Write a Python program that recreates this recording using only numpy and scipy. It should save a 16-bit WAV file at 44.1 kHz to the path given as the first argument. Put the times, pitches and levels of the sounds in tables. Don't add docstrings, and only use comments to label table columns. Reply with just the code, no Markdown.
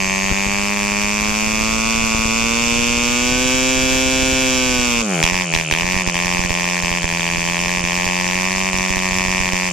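import sys
import numpy as np
from scipy import signal
from scipy.io import wavfile
from scipy.ndimage import uniform_filter1d

SR = 44100
rng = np.random.default_rng(int(sys.argv[2]) if len(sys.argv) > 2 else 0)


def ratio_of_db(decibels):
    return 10 ** (np.asarray(decibels, float) / 20)


def master(y):
    cut = np.clip(np.atleast_2d(y).T, -1, 1)
    pcm = np.round(cut * 32767)
    wavfile.write(sys.argv[1], SR, pcm.astype(np.int16))


N = 428652

FIRST_TURN = .355
INTAKE_TURN = .345
BLAST_LAW = (-9.5, -3.5)
FLOOD_S = .085


def law(hz, db, db_per_octave):
    return db + db_per_octave * np.log2(hz / 100)


def at_level(x, db):
    return x * ratio_of_db(db) / np.sqrt(np.mean(x ** 2))


def ring(x, hz, width):
    return signal.lfilter(*signal.iirpeak(hz, hz / width, SR), x)


def echo(x, response):
    return signal.oaconvolve(np.asarray(x), np.asarray(response), axes=-1)[..., :N]


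def colour(x, table):
    tap = signal.unit_impulse(shape=2048)
    rings = [ring(ring(tap, *m[:2]), *m[:2]) for m in table]
    return echo(x, ratio_of_db(np.array(table)[:, 2:4].T) @ rings)


def clicks(s, size):
    at = np.clip(s * SR, 8, N - 9)
    k = np.floor(at)[:, None] + np.arange(-7, 9)
    d = k - at[:, None]
    shape = np.sinc(d) * np.cos(np.pi * d / 16) ** 2
    return np.bincount(k.astype(int).ravel(), (size[:, None] * shape).ravel(), N)


def tail(x, ms):
    return signal.lfilter([1], [1, -np.exp(-1000 / (ms * SR))], x)


def nearest(s, times):
    return np.isin(np.arange(len(s)), np.abs(s[:, None] - np.array(times)).argmin(axis=0))


def port(s, table):
    pulse = clicks(s, ratio_of_db(.5 * rng.standard_normal(len(s))))
    return at_level(colour([pulse, pulse], table), 0)


# (t/s, length/s, lost level/dB, knock level on the second stroke after relight/dB)
MISFIRES = [(0.752, 0.01, -3, -40), (1.765, 0.01, -3, -45), (5.019, 0.202, -11, -12),
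            (5.317, 0.01, -3, -45), (5.426, 0.022, -3, -50), (5.449, 0.071, -9, -50),
            (5.521, 0.011, -5, -19), (5.618, 0.023, -4, -50), (5.641, 0.065, -10, -20),
            (5.839, 0.01, -3, -45), (6.025, 0.033, -9, -32), (6.104, 0.034, -8, -32),
            (6.388, 0.01, -4, -32), (6.444, 0.01, -3, -45), (6.467, 0.021, -6, -30),
            (6.808, 0.011, -9, -35), (6.991, 0.022, -7, -45), (7.026, 0.01, -3, -45),
            (7.061, 0.011, -6, -33), (7.202, 0.011, -3, -45), (7.812, 0.033, -6, -33),
            (8.705, 0.021, -6, -32), (8.737, 0.01, -3, -45), (8.866, 0.01, -4, -35), (9.006, 0.01, -5, -33),
            (9.093, 0.01, -3, -36), (9.263, 0.01, -3, -45), (9.398, 0.01, -4, -45), (9.506, 0.01, -7, -32),
            (9.693, 0.027, -8, -50)]
# (t/s, f/Hz)
NEEDLE = [(0.0, 95.84), (0.556, 104.0), (0.835, 102.57), (1.896, 115.71), (2.038, 109.26), (2.478, 118.44),
          (2.957, 119.78), (3.358, 129.95), (4.301, 130.72), (4.622, 125.07), (5.618, 78.6),
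          (5.737, 100.14), (6.246, 90.45), (7.497, 85.82), (7.505, 91.3), (8.314, 90.13), (8.318, 96.23),
          (9.72, 90.92)]


def shaft(t):
    step_s, drag = .002, .0207
    dead_db, surge, surge_s = -9.484, .8558, .0671
    steps = np.arange(0, t[-1] + step_s, step_s)
    torque = np.ones(len(steps))
    for start, length, loss_db, _ in MISFIRES:
        after = steps - start - length
        inside = np.clip(np.minimum(steps - start, -after) / step_s + .5, 0, 1)
        torque = torque - inside * min(1, loss_db / dead_db)
        left_over = np.tanh((length / FLOOD_S) ** 2)
        torque = torque + (after >= 0) * surge * left_over * np.exp(-abs(after) / surge_s)
    hz = [NEEDLE[0][1]]
    for push in np.interp(steps, *np.transpose(NEEDLE)) ** 2 * torque:
        hz.append(hz[-1] + step_s * drag * (push - hz[-1] ** 2))
    return np.interp(t, steps, hz[:-1])


def coasting(t):
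    build_s = 0.25
    steps = t[::32]
    since = [np.where((steps > start) & (steps < start + length), steps - start, 0)
             for start, length, *_ in MISFIRES]
    share = 1 - np.exp(-np.sum(since, axis=0) / build_s)
    return np.interp(t, steps, uniform_filter1d(share, size=9))


def burn(s, hz):
    ease_db_per_s, ease_after_s, surge_db, surge_s = 93, .04, 10, 0.068
    db = law(hz, *BLAST_LAW)
    for start, length, loss_db, _ in MISFIRES:
        after = s - start - length
        cut = 1.35 * loss_db + ease_db_per_s * np.maximum(s - start - ease_after_s, 0)
        db = db + np.where((s > start) & (after < 0), cut, 0)
        surge = surge_db * np.tanh((length / FLOOD_S) ** 2) * np.exp(-np.abs(after) / surge_s)
        db = db + np.where(after >= 0, surge, 0)
    return db


# (multiple of shaft rate, level against the hum/dB, dB per octave, lag/rad)
SHAKE = [(1, -27, 32, 0.65), (3, -18, 22.5, 0.84), (5, -30.5, 41, 0.085)]


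def propeller(turns, hz, coast):
    blade_turn, windmill_db = 0.3055, 11
    angle = 4 * np.pi * (turns - blade_turn)
    tone = np.cos(angle) + ratio_of_db(law(hz, -15, 16)) * np.cos(2 * angle + 1.74)
    for multiple, db, rise_db, late in SHAKE:
        tone += ratio_of_db(law(hz, db, rise_db)) * np.cos(multiple * angle / 2 - late)
    sides = ratio_of_db(np.array([[-0.3], [0.04]]))
    return ratio_of_db(law(hz, -26.5, 11.2) + windmill_db * coast) * np.sqrt(2) * tone * sides


# (f/Hz, width/Hz, left level/dB, right level/dB)
WASH = [(2290, 3400, 19, 2), (5250, 4500, -36, -47), (7200, 6100, -37, -38), (8450, 830, 2, -18),
        (13500, 5000, 6, 5)]


def wash(hz):
    low_pass = signal.ellip(6, .5, 40, 14300, fs=SR, output="sos")
    air = signal.sosfilt(low_pass, rng.standard_normal((2, N)))
    gusts_db = at_level(uniform_filter1d(rng.standard_normal(N), size=3000), 8)
    return at_level(colour(air, WASH), -41) * (hz / 100) ** 3 * ratio_of_db(gusts_db)


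# (f/Hz, width/Hz, left level/dB, right level/dB)
SUCK = [(6300, 900, -4, -0.5), (7100, 1300, 6.5, -5), (8270, 1600, -1, -13), (9100, 1500, -12.5, -22)]


def suction(turns, hz, coast):
    open_turns, coast_db = 0.9, 14
    part = ((turns - INTAKE_TURN) % 1) / open_turns
    gate = np.where(part < 1, np.sqrt(np.clip(1 - part, 0, 1)), 0) + 0.17
    hiss = at_level(colour(gate * rng.standard_normal((2, N)), SUCK), 0)
    return ratio_of_db(law(hz, -37, 2) + coast_db * coast) * hiss


# (f/Hz, width/Hz, left level/dB, right level/dB)
SPIT = [(4780, 1700, -1, 5.5), (6300, 1500, 1.5, -4), (7700, 980, 4.5, -7), (8930, 1400, -6, -28),
        (11170, 3500, -6, -20), (13600, 3800, -10, -11)]


def spit(s, hz, db):
    lead_ms, decay_ms, snap_gap_ms, snap_share = 0.85, 0.97, 0.366, 0.53
    size = ratio_of_db(2.0 * np.minimum(db + 13, 3) + 1.5 * rng.standard_normal(len(s)))
    gate = tail(tail(clicks(s - lead_ms / 1000, size), decay_ms), 0.35)
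    noise = at_level(gate * (0.42 * rng.standard_normal(N) + rng.standard_normal((2, N))), 0)
    first = s - .00055
    snaps = at_level(clicks(first, size) - 0.96 * clicks(first + snap_gap_ms / 1000, size), 0)
    burst = np.sqrt(1 - snap_share) * noise + np.sqrt(snap_share) * snaps
    return ratio_of_db(law(hz, -34.5, 6.8)) * at_level(colour(burst, SPIT), 0)


# (t/s, f/Hz, level over the rest of the intake/dB)
VENTURI = [(0, 6400, -1.5), (.45, 6700, -5), (.8, 6300, -17), (1.4, 6600, -16), (2, 7000, -8),
           (3.2, 7000, -3), (5, 7200, -12), (5.3, 7100, -46), (9.72, 7200, -42)]


def whistle(s):
    ring_ms = 1.0
    t = np.arange(N) / SR
    since = t - s[np.maximum(np.searchsorted(s, t) - 1, 0)]
    at, hz, _ = np.transpose(VENTURI)
    swell = since * np.exp(-np.abs(since) * 2000 / ring_ms) * (since > 0)
    return at_level(np.sin(2 * np.pi * np.interp(t, at, hz) * since) * swell, 0)


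def whistle_db(t):
    at, _, db = np.transpose(VENTURI)
    return np.interp(t, at, db)


# (f/Hz, width/Hz, left level/dB, right level/dB)
HISS = [(2330, 6100, 22.5, 24), (3660, 800, -6, -5), (5400, 1600, -2, 27.5), (7000, 700, -47, -11),
        (10700, 3300, 11, -59)]


def gas(s, db):
    puff = clicks(s - .0006, ratio_of_db(1.04 * (db + 8)))
    gate = tail(puff, 1.0) + 0.25 * tail(puff, 19)
    noise = 1.5 * rng.standard_normal(N) + 0.29 * rng.standard_normal((2, N))
    return ratio_of_db(-33) * at_level(colour(gate * noise, HISS), 0)


# (t/ms, left gain, right gain)
BOUNCES = [
    (0, 0.85, 0.66),
    (0.43, 0.62, 0.53),
    (0.864, 0.47, 0.54),
    (1.317, 0.23, 0.038),
]
CRACK_SHARE = np.array([1, .25, 0, 0])
# (f/Hz, width/Hz, left level/dB, right level/dB, left sign, right sign)
EXHAUST = [(2410, 1207, 6.5, 7.5, 1, 1), (1114, 1008, 7.5, 8.5, -1, -1), (158, 310, -7, -4, -1, 1),
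           (358.6, 264, -2, 2.5, 1, 1)]
# (f/Hz, width/Hz, left level/dB, right level/dB, left sign, right sign)
STEEP = [(1039, 1136, 10.5, 11.5, 1, 1), (1794, 508, 3.5, 1.5, 1, 1), (3266, 290, 0, -5, -1, -1),
         (445, 270, 0, -32.5, -1, 1)]
# (f/Hz, width/Hz, left level/dB, right level/dB)
CRACK = [(3253, 300, 10, 12), (4570, 470, 2.5, 14), (5704, 700, -3, 18.5), (6820, 540, 12, -30),
         (9100, 820, 2.5, -9), (11900, 4100, -43, -3.5)]
HARSH = [6.075, 6.143, 6.257, 6.393, 6.449, 6.494, 6.54, 6.653, 6.699, 6.824, 7.031, 7.09, 7.207, 7.84,
         7.953, 8.055, 8.211, 8.277, 8.311, 8.421, 8.497, 8.562, 8.594, 8.636, 8.743, 8.775, 8.829, 8.893,
         8.904, 8.958, 8.99, 9.033, 9.142, 9.186, 9.24, 9.273, 9.317, 9.404, 9.534, 9.588, 9.665]
SOFT = [6.063, 6.426, 6.801, 7.019, 7.183, 7.805, 8.221, 8.232, 8.699, 8.882, 9.0, 9.087, 9.5, 9.686]


def exhaust(s, hz, db):
    clears_s, wet_port_db = .752, -9
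    squeeze = 0.15
    twin_turn, twin_gain = .031, 0.0066
    bounces = np.array(BOUNCES)
    chance = rng.standard_normal((len(s), 2 + 2 * len(bounces)))
    power, grit, size_chance, time_chance = chance[:, 0], chance[:, 1], chance[:, 2::2], chance[:, 3::2]
    harsh, soft = nearest(s, HARSH), nearest(s, SOFT)
    db = np.where(harsh, np.maximum(db, law(hz, *BLAST_LAW)), db) + .5 * power
    crack_db = law(hz, -7, 18) + wet_port_db * (s < clears_s)
    sharp_db = 1.8 * (db + 10) - 10 + crack_db + 1.1 * grit + 4 * harsh - 6 * soft
    db = db - .4 * grit - 1.5 * harsh - 2.5 * soft
    ragged = (1 + harsh)[:, None]
    shape = 1 + .05 * ragged * size_chance
    bounce_ms = bounces[:, 0] * (92 / hz[:, None]) ** squeeze - .6
    jitter = 1.1e-5 * ragged * time_chance * (100 / hz[:, None]) ** 2
    at = s[:, None] + bounce_ms / 1000 + jitter
    late = at + twin_turn / hz[:, None]
    tap = signal.unit_impulse(shape=2048)
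    body, sharp = np.zeros((2, 2, N))
    for side in range(2):
        size = bounces[:, 1 + side] * shape
        sharp[side] = clicks(at.ravel(), (CRACK_SHARE * size * ratio_of_db(sharp_db - 8.5)[:, None]).ravel())
        surges = (size * ratio_of_db(db)[:, None]).ravel()
        blast = clicks(at.ravel(), surges) + twin_gain * clicks(late.ravel(), surges)
        pipe = sum(np.sign(m[4 + side]) * ratio_of_db(m[2 + side]) * ring(tap, *m[:2]) for m in EXHAUST)
        for m in STEEP:
            pipe += np.sign(m[4 + side]) * ratio_of_db(m[2 + side]) * ring(ring(tap, *m[:2]), *m[:2])
        body[side] = echo(blast, pipe)
    body = signal.lfilter(*signal.butter(1, 7000, fs=SR), body)
    return ratio_of_db(22.5) * (body + colour(sharp, CRACK))


# (f/Hz, width/Hz, left level/dB, right level/dB)
PUMP = [(378.4, 220, 13, 19), (538, 220, 15, 22), (706, 265, -38, 17.5), (1010, 690, 6.5, 15.5)]


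def case_pump(s, rate, hz):
    return ratio_of_db(law(hz, -31.5, 10)) * port(s + 0.083 / rate, PUMP)


# (f/Hz, width/Hz, left level/dB, right level/dB)
TRANSFER = [(1528, 155, -52, 21.5), (2505, 220, 13, 16.5), (3370, 1200, 14.5, 11.5)]


def transfer(s, rate, hz):
    return ratio_of_db(law(hz, -45, 44)) * port(s + 0.165 / rate, TRANSFER)


# (f/Hz, width/Hz, left level/dB, right level/dB)
INTAKE = [(5585, 780, -17, 3), (6050, 410, -8.5, 1.5), (6560, 890, 5, -27), (7210, 830, 5, -43),
          (4730, 910, -38, 0)]


def intake(s, hz):
    snap = clicks(s, ratio_of_db(rng.standard_normal(len(s))))
    breath = 0.065 * tail(snap, 2.8)
    steady = ring(snap + breath * rng.standard_normal(N), hz=7380, width=91)
    sides = ratio_of_db(np.array([[0], [-9]]))
    note = (whistle(s) + at_level(steady, -1.5)) * ratio_of_db(whistle_db(np.arange(N) / SR)) * sides
    air = at_level(colour(snap + breath * rng.standard_normal((2, N)), INTAKE), 0) + note
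    low_pass = signal.butter(6, 7900, fs=SR, output="sos")
    return ratio_of_db(law(hz, -30.5, 6.9)) * signal.sosfilt(low_pass, air)


# (t/s, left step, right step)
JOLTS = [(0.314, -.37, -.07), (0.324, .24, .11), (0.466, -.22, -.01), (1.472, .05, -.22), (1.611, .05, -.2),
         (1.978, 0, -.2), (2.04, -.03, -.26), (2.148, -.24, -.12), (2.193, .21, .07), (2.255, -.27, -.07),
         (2.423, -.03, .2), (2.724, -.18, -.03), (2.759, 0, -.18), (2.792, -.18, -.05), (2.826, -.18, .09),
         (2.978, -.18, 0), (3.128, -.09, .18), (3.323, -.18, -.07), (3.355, 0, -.2), (3.458, .03, -.26),
         (3.544, 0, -.22), (3.777, 0, -.22), (3.838, 0, -.24), (3.861, 0, -.2), (3.923, .1, -.26),
         (4.061, -.22, .05), (4.084, -.09, .2), (4.222, .08, -.19), (4.23, .06, .24), (4.329, .2, .12),
         (4.79, -.03, .24), (5.24, -.04, -.47), (5.322, 0, -.2), (5.344, 0, .17), (5.539, .22, -.2),
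         (5.563, -.03, .33), (5.725, -.03, .37), (5.821, 0, .18), (5.844, 0, -.2), (5.943, 0, .18),
         (5.965, 0, -.3), (6.076, 0, -.33), (6.258, 0, -.18), (6.393, 0, -.3), (6.449, 0, -.26),
         (6.506, 0, .39), (6.836, 0, .22), (6.916, 0, .24), (7.043, 0, .39), (7.382, 0, .18),
         (7.84, 0, -.22), (8.066, 0, .2), (8.743, 0, -.17), (8.904, -.03, .28), (8.968, 0, .22),
         (9.12, 0, -.18), (9.284, 0, .24), (9.404, 0, -.26), (9.534, 0, -.24)]


def jolts(s, hz, db):
    spread_db = np.array([law(hz, -29.5, 0), law(hz, -25.5, 11)])
    chance = np.clip(rng.laplace(size=(len(s), 2)).T, -1.7, 1.7)
    kick = chance * ratio_of_db(spread_db + 2 * np.minimum(db + 10, 0))
    big = np.array(JOLTS)
    kick[:, nearest(s, big[:, 0])] = 0
    steps = np.array([clicks(s, kick[side]) + clicks(big[:, 0], big[:, 1 + side]) for side in range(2)])
    soft = signal.lfilter(*signal.butter(2, 700, fs=SR), tail(steps, 3.8))
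    return ratio_of_db(5) * signal.lfilter(*signal.butter(1, 22, "high", fs=SR), soft)


# (f/Hz, width/Hz, left level/dB, right level/dB)
WEAK = [(2620, 480, 9.5, 11.5)]


def weak_ping(s, rate, db):
    weak = db < law(rate, *BLAST_LAW) - 5
    ping = clicks(s + .00041, ratio_of_db(law(rate, 0, -20)) * weak)
    return colour([ping, ping], WEAK)


# (f/Hz, width/Hz, left level/dB, right level/dB)
COLD = [(370, 580, 2, 2.5), (710, 310, -4, -2), (1230, 570, -2, -8)]


def cold_thump(s, rate, coast):
    return ratio_of_db(-18) * coast * port(s + 0.1026 / rate, COLD)


def knock(s):
    relights = np.minimum(np.searchsorted(s, [m[0] + m[1] for m in MISFIRES]), len(s) - 2)
    gate = tail(clicks(s[relights + 1] - .0042, ratio_of_db(np.array(MISFIRES)[:, 3])), 4.5)
    noise = gate * (rng.standard_normal(N) + .5 * rng.standard_normal((2, N)))
    return ratio_of_db(12) * ring(ring(noise, hz=4800, width=3300), hz=4600, width=3300)


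def yard(engine):
    decay = np.exp(-np.arange(6000) / (0.016 * SR)) * rng.standard_normal((2, 6000))
    return echo(engine, at_level(ring(decay, 920, 3300), -54.5))


# (f/Hz, width/Hz, shaft f/Hz, share taken out, negative
SPEED_BANDS = [(1710, 200, 115.3, 0.6), (340, 43, 116, 0.4), (3230, 580, 117, -0.9), (1360, 160, 126, 0.94),
               (1210, 130, 125.6, -0.03), (480, 190, 116.4, -0.78), (1065, 260, 90.8, -0.49),
               (3100, 250, 86, -0.47), (1930, 320, 93, -0.65), (490, 37, 92, -0.9), (800, 130, 113, 0.5),
               (1630, 160, 100.6, -0.44), (1070, 120, 130, 0.5), (5070, 1200, 89.4, -0.34),
               (3250, 420, 80, -0.52), (1180, 180, 111, -0.48)]


def speed_colour(near, hz):
    range_hz = 6.1
    return sum(share * np.exp(-((hz - at_hz) / range_hz) ** 2) * ring(near, band_hz, width)
               for band_hz, width, at_hz, share in SPEED_BANDS)


def scene():
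    t = np.arange(N) / SR
    hz = shaft(t)
    turns = np.cumsum(hz) / SR - FIRST_TURN
    s = np.interp(np.arange(int(turns[-1]) + 1), turns, t)
    rate = np.interp(s, t, hz)
    db = burn(s, rate)
    coast = coasting(t)
    s = s + 4e-5 * (100 / rate) ** 3 * uniform_filter1d(rng.standard_normal(len(s)), size=3)
    s = s - 5e-5 * uniform_filter1d(np.minimum(db + 10, 0), size=2, origin=0)
    engine = exhaust(s, rate, db) + gas(s, db) + knock(s)
    engine -= np.clip((hz - 68) * 0.046, 0, .85) * ring(engine, 4600, 840)
    engine += intake(s + INTAKE_TURN / rate, hz)
    engine -= case_pump(s, rate, hz)
    engine += transfer(s, rate, hz)
    engine += suction(turns, hz, coast) + spit(s, hz, db)
    engine += ratio_of_db(-31.5 + whistle_db(t)) * whistle(s - .0007)
    engine += weak_ping(s, rate, db)
    engine -= cold_thump(s, rate, coast)
    near = engine + yard(engine) + propeller(turns, hz, coast)
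    near -= speed_colour(near, hz)
    return near + wash(hz) + jolts(s, rate, db)


def ride(x):
    size, share, rest_db, down_s, up_s = 512, 0.14, -2, .01, 0.1
    blocks = np.abs(x[:, :N // size * size]).reshape(2, -1, size)
    peaks = 20 * np.log10(blocks.max(axis=(0, 2)) + 1e-6)
    held = [rest_db]
    for db in peaks:
        pace_s = down_s if db > held[-1] else up_s
        held.append(held[-1] + (db - held[-1]) * min(1, size / SR / pace_s))
    smooth = np.interp(np.arange(N), size * np.arange(len(held)), held)
    return x * ratio_of_db(-share * (smooth - rest_db))


def squelch(x, lo_hz, hi_hz, db, gain_db, fall_hz, size, order):
    hz, _, z = signal.stft(x, SR, nperseg=size)
    band = (hz > lo_hz) & (hz < hi_hz)
    power = uniform_filter1d(np.abs(z[:, band]) ** 2, size=order, axis=1) + 1e-20
    usual = power.mean(axis=2, keepdims=True) ** .25 * uniform_filter1d(power, size=12, axis=2) ** .75
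    slope = ratio_of_db(gain_db) * np.exp((lo_hz - hz[band, None]) / fall_hz)
    z[:, band] *= slope / (1 + (ratio_of_db(2 * db) * usual / power) ** 3)
    return signal.istft(z, SR, nperseg=size)[1][:, :N]


def top_cut(x):
    return signal.sosfilt(signal.butter(12, 15680, fs=SR, output="sos"), x)


def record(dry):
    top_hz = 14300
    x = ride(dry - 0.65 * ring(dry, 4164, 214))
    x = np.tanh(.6 * x) / .6
    x = squelch(x, 9400, top_hz, db=-4.5, gain_db=0.5, fall_hz=30000, size=1024, order=9)
    x = squelch(x, top_hz, SR, db=2.5, gain_db=-12, fall_hz=900, size=256, order=8)
    return top_cut(x)


dry = scene()
out = record(dry)
master(out)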